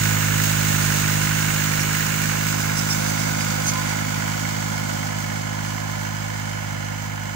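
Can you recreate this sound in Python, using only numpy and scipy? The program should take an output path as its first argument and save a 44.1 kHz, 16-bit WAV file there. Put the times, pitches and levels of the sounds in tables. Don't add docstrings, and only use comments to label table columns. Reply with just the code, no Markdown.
import sys
import numpy as np
from scipy import signal
from scipy.fft import rfft, irfft, next_fast_len
from scipy.io import wavfile
from scipy.ndimage import map_coordinates

SR = 44100
rng = np.random.default_rng(int(sys.argv[2]) if len(sys.argv) > 2 else 0)


def persist_wave(psi):
    counts = np.round(np.clip(psi, -1, 1) * 32767).astype(np.int16)
    wavfile.write(sys.argv[1], SR, np.atleast_2d(counts).T)


N = 324135
TIME = np.arange(N) / SR


def amp(db):
    return 10 ** (np.asarray(db) / 20)


def unit(x):
    return x / np.sqrt(np.mean(x ** 2) + 1e-20)


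def along(points, hz):
    frequencies, values = np.transpose(points)
    return np.interp(np.log(hz + 1), np.log(frequencies), values)


def curves(rows):
    times, *columns = np.transpose(rows)
    return [np.interp(TIME, times, column) for column in columns]


def wobble(rate):
    return map_coordinates(rng.standard_normal(int(N * rate / SR) + 4), [TIME * rate])


def swell(time, width):
    return np.exp(-((TIME - time) / width) ** 2 / 2)


def between(side, rear, view):
    return side + np.clip(view, 0, 1) * (rear - side)


def filtered(x, response):
    size = next_fast_len(N + SR // 2)
    return irfft(rfft(x, size) * response(np.fft.rfftfreq(size, 1 / SR)), size)[..., :N]


def resonance(x, hz, width_hz):
    return unit(signal.lfilter(*signal.iirpeak(hz, hz / width_hz, SR), x))


def rung(x, spectrum, size=8192):
    cepstrum = irfft(np.log(amp(along(spectrum, np.fft.rfftfreq(size, 1 / SR)))))
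    cepstrum[1:size // 2] *= 2
    cepstrum[size // 2 + 1:] = 0
    impulse_response = irfft(np.exp(rfft(cepstrum)))[:size // 2]
    return signal.fftconvolve(np.atleast_2d(x), impulse_response[None], axes=1)[:, :N]


def radiated(x, table, view):
    side = unit(rung(x, np.array(table)[:, [0, 1]]))
    rear = unit(rung(x, np.array(table)[:, [0, 2]]))
    return unit(between(side, rear, view))


PASS_S, NEAREST_M, SPEED_M_PER_S = 0.67, 3.78, 1.265
# (level when nearest [dB], gain from behind [dB], loss per doubling of distance [dB])
BARK_CARRY, DRONE_CARRY = (-25.5, 7.5, 12.35), (-29, 8.44, 8.17)
KNOCK_CARRY, CLATTER_CARRY = (-25, 0.45, 7.2), (-24, 3.7, 13.12)
def carried(carry, view):
    near_db, rear_db, loss_db = carry
    distance = np.hypot(NEAREST_M, SPEED_M_PER_S * (TIME - PASS_S))
    return near_db + rear_db * view - loss_db * np.log2(distance / NEAREST_M)


# (frequency [Hz], correlation [0-1])
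PORT_CORRELATION = [(300, 0.98), (900, 0.8), (1250, 0.3), (1650, 0.84), (2100, 0.05), (3200, 0.3),
                    (5000, 0.35), (9000, 0.37)]
def port_noise():
    def mixing(hz):
        angle = np.arccos(np.clip(along(PORT_CORRELATION, hz), 0, 1)) / 2
        return np.array([np.cos(angle), np.sin(angle)])
    mid, side = filtered(rng.standard_normal((2, N)), mixing)
    return np.array([mid + side, mid - side])


def wind(level_db):
    return amp(level_db) * unit(filtered(port_noise(), lambda hz: 1 / (1 + hz / 120) ** 2))


# (frequency [Hz], gain [dB])
GRIT_SPECTRUM = [(1500, -36), (4000, 10.5), (6000, 18.5), (8000, 9.5), (11000, 12), (15500, -34)]
def soil(level_db):
    crumbs_per_s = 700 * np.exp(0.7 * wobble(16))
    falls = rng.random(N) < crumbs_per_s / SR
    crumbs = falls * rng.standard_normal((2, N)) * amp(2 * rng.standard_normal(N))
    return amp(level_db) * unit(rung(crumbs, GRIT_SPECTRUM))


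# (time [s], scrape [dB], squeak before boost [dB], width [s], pitch [Hz])
STONE_CONTACTS = [(1.813, -28.5, -37, 0.015, 5720), (2.785, -26, -32, 0.014, 5500),
                  (2.918, -30, -27, 0.014, 5420), (3.082, -28.5, -36, 0.019, 6300),
                  (3.21, -33, -39, 0.019, 5200), (3.414, -31, -40, 0.0085, 4980),
                  (3.683, -24.5, -26, 0.019, 6350)]
def stones(squeak_boost_db=4.5):
    out = np.zeros((2, N))
    grit = unit(rung(rng.standard_normal((2, N)) * amp(2.5 * wobble(500)), GRIT_SPECTRUM))
    judder = unit(amp(1.5 * wobble(130)))
    waver = 0.016 * wobble(450)
    for time, scrape_db, squeak_db, width, hz in STONE_CONTACTS:
        phase = 2 * np.pi * np.cumsum(hz * (1 + waver)) / SR
        squeak = unit(np.sin(phase) + amp(-15) * np.sin(2 * phase))
        out += swell(time, width) * (amp(scrape_db) * grit + amp(squeak_db + squeak_boost_db) * squeak)
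    return judder * out


# (time [s], level [dB], width [s])
SINGING_SPELLS = [(3.762, -30, 0.048), (5.7, -46.5, 0.42)]
def singing_steel(hz=1023, floor_db=-51.5):
    envelope = amp(floor_db) + sum(amp(db) * swell(time, width) for time, db, width in SINGING_SPELLS)
    return envelope * amp(2 * wobble(14)) * np.sin(2 * np.pi * hz * TIME + 0.8 * wobble(14))


# (order [per engine cycle], level when nearest [dB],
# gain from behind [dB], loss per doubling of distance [dB])
GEAR_ORDERS = [(4, -52, 2, 1), (7, -46, 1, 1), (10, -46, 0, 3), (30, -39, 15, 9), (34, -44, 14, 9),
               (84, -37, 0, 7)]
def gear_whine(firings, view):
    cycles = firings / len(CYLINDER_LEVELS)
    out = np.zeros(N)
    for order, *carry in GEAR_ORDERS:
        twist = 0.0022 * wobble(25)
        level_db = carried(carry, view) + 1.3 * wobble(11)
        out += amp(level_db) * np.sin(2 * np.pi * order * (cycles + twist))
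    return out


# (exhaust [dB], knock [dB], clatter [dB])
CYLINDER_LEVELS = [(3.5, -7, -3.5), (3, -3, -2.5), (3.2, -2, -4)]
def strength(firings, column, scatter_db):
    count = np.floor(firings).astype(int) + 3
    cylinder_db = np.array(CYLINDER_LEVELS)[count % len(CYLINDER_LEVELS), column]
    return amp(cylinder_db + scatter_db * rng.standard_normal(size=1024)[count])


def bursts(firings, column, rise, decay, bed, scatter_db):
    age = firings % 1
    shape = unit((1 - np.exp(-age / rise)) * np.exp(-age / decay))
    return unit(np.hypot(bed, shape * strength(firings, column, scatter_db)))


def rattle(firings, repeat, alike_db, size=2560):
    orders = np.arange(size // 2 + 1)
    weight = amp(alike_db * (orders % len(CYLINDER_LEVELS) == 0))
    pattern = irfft(weight * np.exp(2j * np.pi * rng.random(len(orders))))
    periodic = map_coordinates(pattern, [firings / len(CYLINDER_LEVELS) % 1 * size], mode="grid-wrap")
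    return np.sqrt(repeat) * unit(periodic) + np.sqrt(1 - repeat) * port_noise()


# (frequency [Hz], gain side-on [dB], gain from behind [dB])
VALVE_SPECTRUM = [(1500, -15.5, -34.5), (3330, -4.5, -0.5), (4200, -7, -1.5), (4950, -5.5, 4),
                  (5450, -9, -0.5), (6350, 1, 5), (6730, 0.5, 4), (9000, -7.5, -6.5), (9200, -15.5, -40.5),
                  (10000, -11, -9), (12200, -11.5, -11.5), (15200, -8, -14.5)]
def valve_clatter(firings, level_db, view):
    ticks = bursts(firings - 0.6, column=2, rise=0.05, decay=0.36, bed=1.5, scatter_db=2.0)
    return amp(level_db + 0.79 * wobble(20)) * radiated(ticks * port_noise(), VALVE_SPECTRUM, view)


# (frequency [Hz], gain side-on [dB], gain from behind [dB])
PANEL_SPECTRUM = [(58.6, -7, -41), (127, -0.5, 1), (234, -2.5, 0.5), (350, -5.5, -7), (433, -6, -33.5),
                  (451, 1, -25), (465, -5.5, 1.5), (604, -0.5, -1.5), (744, -1, -2), (1060, -1.5, -5.5),
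                  (1118, -8, -15), (1610, -2.5, -2), (3000, -44, -68)]
def chassis_drone(firings, level_db, view):
    shake = bursts(firings - 0.57, column=1, rise=0.028, decay=0.56, bed=2.4, scatter_db=1.0)
    force = shake * rattle(firings, repeat=0.38, alike_db=9.5)
    return amp(level_db) * radiated(force, PANEL_SPECTRUM, view)


# (frequency [Hz], gain side-on [dB], gain from behind [dB])
BLOCK_SPECTRUM = [(300, -18, -43), (905, -21.5, -10), (1205, -7.5, -11), (1370, -3, -1), (1494, -0.5, 4.5),
                  (1550, -2.5, -1), (1730, 2, 3.5), (1825, -0.5, -9.5), (2190, 0, -1), (2510, -5.5, -14),
                  (2940, -5.5, -8), (3470, -28.5, -19.5), (6300, -36, -40.5)]
# (frequency [Hz], bandwidth [Hz], side-on [dB re block], from behind [dB re block])
COVER_MODES = [(2170, 70, -23, -6), (2990, 150, -22, -10.5), (4215, 70, -24, -29), (6325, 55, -14, -21),
               (6930, 50, -18, -23)]
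# (time [s], added level [dB], width [s])
HARD_SPELLS = [(1.98, 1, .2), (3.98, 1.5, 0.37), (6.62, 1, 0.26)]
def block_knock(firings, level_db, view):
    knock = bursts(firings - 0.6, column=1, rise=0.04, decay=0.27, bed=1.0, scatter_db=1.6)
    body = radiated(knock * rattle(firings, repeat=0.2, alike_db=8.5), BLOCK_SPECTRUM, view)
    shaking = knock * port_noise()
    covers = np.zeros((2, N))
    for hz, width_hz, side_db, rear_db in COVER_MODES:
        cover_db = between(side_db, rear_db, view) + 0.72 * wobble(6)
        covers += amp(cover_db) * resonance(shaking, hz, width_hz)
    spell_db = sum(db * swell(time, width) for time, db, width in HARD_SPELLS)
    return amp(level_db + spell_db) * (body + covers)


# (frequency [Hz], gain side-on [dB], gain from behind [dB])
PIPE_SPECTRUM = [(20, -26.5, -28), (54, -23.5, -28), (75.4, -14.5, -26), (114, -7, -10.5), (139, 4.5, -3.5),
                 (157.4, 2.5, -1.5), (207, -6.5, -3.5), (256.4, -9.5, -9.5), (309.2, -11.5, -15),
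                 (374, -26, -24), (428, -36, -29.5), (910, -53.5, -47.5)]
# (time [s], level before boost [dB])
BOOM_LEVEL = [(0.05, -25.5), (1.26, -29.5), (2.18, -33), (2.4, -30.5), (6.88, -30.5), (7.28, -31.5)]
def exhaust(firings, bark_db, view, crossover_hz=128, boom_boost_db=1):
    opening = firings - 0.39
    onsets = np.diff(np.floor(opening), prepend=np.floor(opening[0]))
    puffs = onsets * strength(opening, column=0, scatter_db=0.48)
    pipe = -radiated(puffs - puffs.mean(), PIPE_SPECTRUM, view)
    boom = filtered(pipe, lambda hz: 1 / (1 + (hz / crossover_hz) ** 16))
    boom_db = curves(BOOM_LEVEL)[0] + boom_boost_db
    return amp(boom_db) * unit(boom) + amp(bark_db) * unit(pipe - boom)


# (time [s], firing rate [Hz])
FIRING_RATE = [(0.0, 52.96), (0.25, 51.71), (0.54, 52.15), (1.01, 50.81), (1.33, 52.13), (1.8, 51.38),
               (1.97, 52.08), (3.38, 52.16), (3.71, 51.23), (4.56, 52.36), (4.92, 51.39), (5.47, 52.15),
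               (6.2, 51.74), (6.31, 52.32), (6.81, 50.72), (7.1, 51.77), (7.35, 50.64)]
# (time [s], view [0 side-on, 1 behind], lag of the right port [ms])
BEARING = [(0, 0.061, 0.75), (2, 0.072, 0.73), (3.2, 0.48, 0.84), (5, 0.62, 0.932), (7.35, 0.61, 0.98)]
GOVERNED_HZ, KNOCK_DB_PER_HZ = 52.2, 0.3
def scene():
    firing_hz, = curves(FIRING_RATE)
    firings = np.cumsum(firing_hz) / SR - 0.13
    view, lag_ms = curves(BEARING)
    knock_db = carried(KNOCK_CARRY, view) + KNOCK_DB_PER_HZ * (GOVERNED_HZ - firing_hz)
    clatter_db = carried(CLATTER_CARRY, view)
    tractor = (exhaust(firings, carried(BARK_CARRY, view), view)
               + chassis_drone(firings, carried(DRONE_CARRY, view), view)
               + block_knock(firings, knock_db, view)
               + valve_clatter(firings, clatter_db, view)
               + singing_steel() + gear_whine(firings, view))
    left, right = tractor + soil(clatter_db - 11.5) + stones()
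    right = map_coordinates(right, [np.arange(N) - lag_ms * SR / 1000], mode="mirror")
    return np.array([left, right]) + wind(level_db=-72)


# (frequency [Hz], gain [dB re right port])
LEFT_RESPONSE = [(100, -3.5), (800, -4), (1300, -3.5), (2100, -9.5), (3300, 0.5), (5500, -4), (6500, -7.5),
                 (8200, -4), (9500, -11), (12000, -26), (15000, -33)]
def record(dry, resonance_hz=15200, cutoff_hz=15750):
    def response(hz):
        peak = 1 + amp(6.0) / (1 + ((hz - resonance_hz) / 650) ** 4)
        colour = np.array([amp(along(LEFT_RESPONSE, hz)), np.ones_like(hz)])
        return colour * peak * (hz < cutoff_hz)
    return filtered(dry, response)


dry = scene()
out = record(dry)
persist_wave(out)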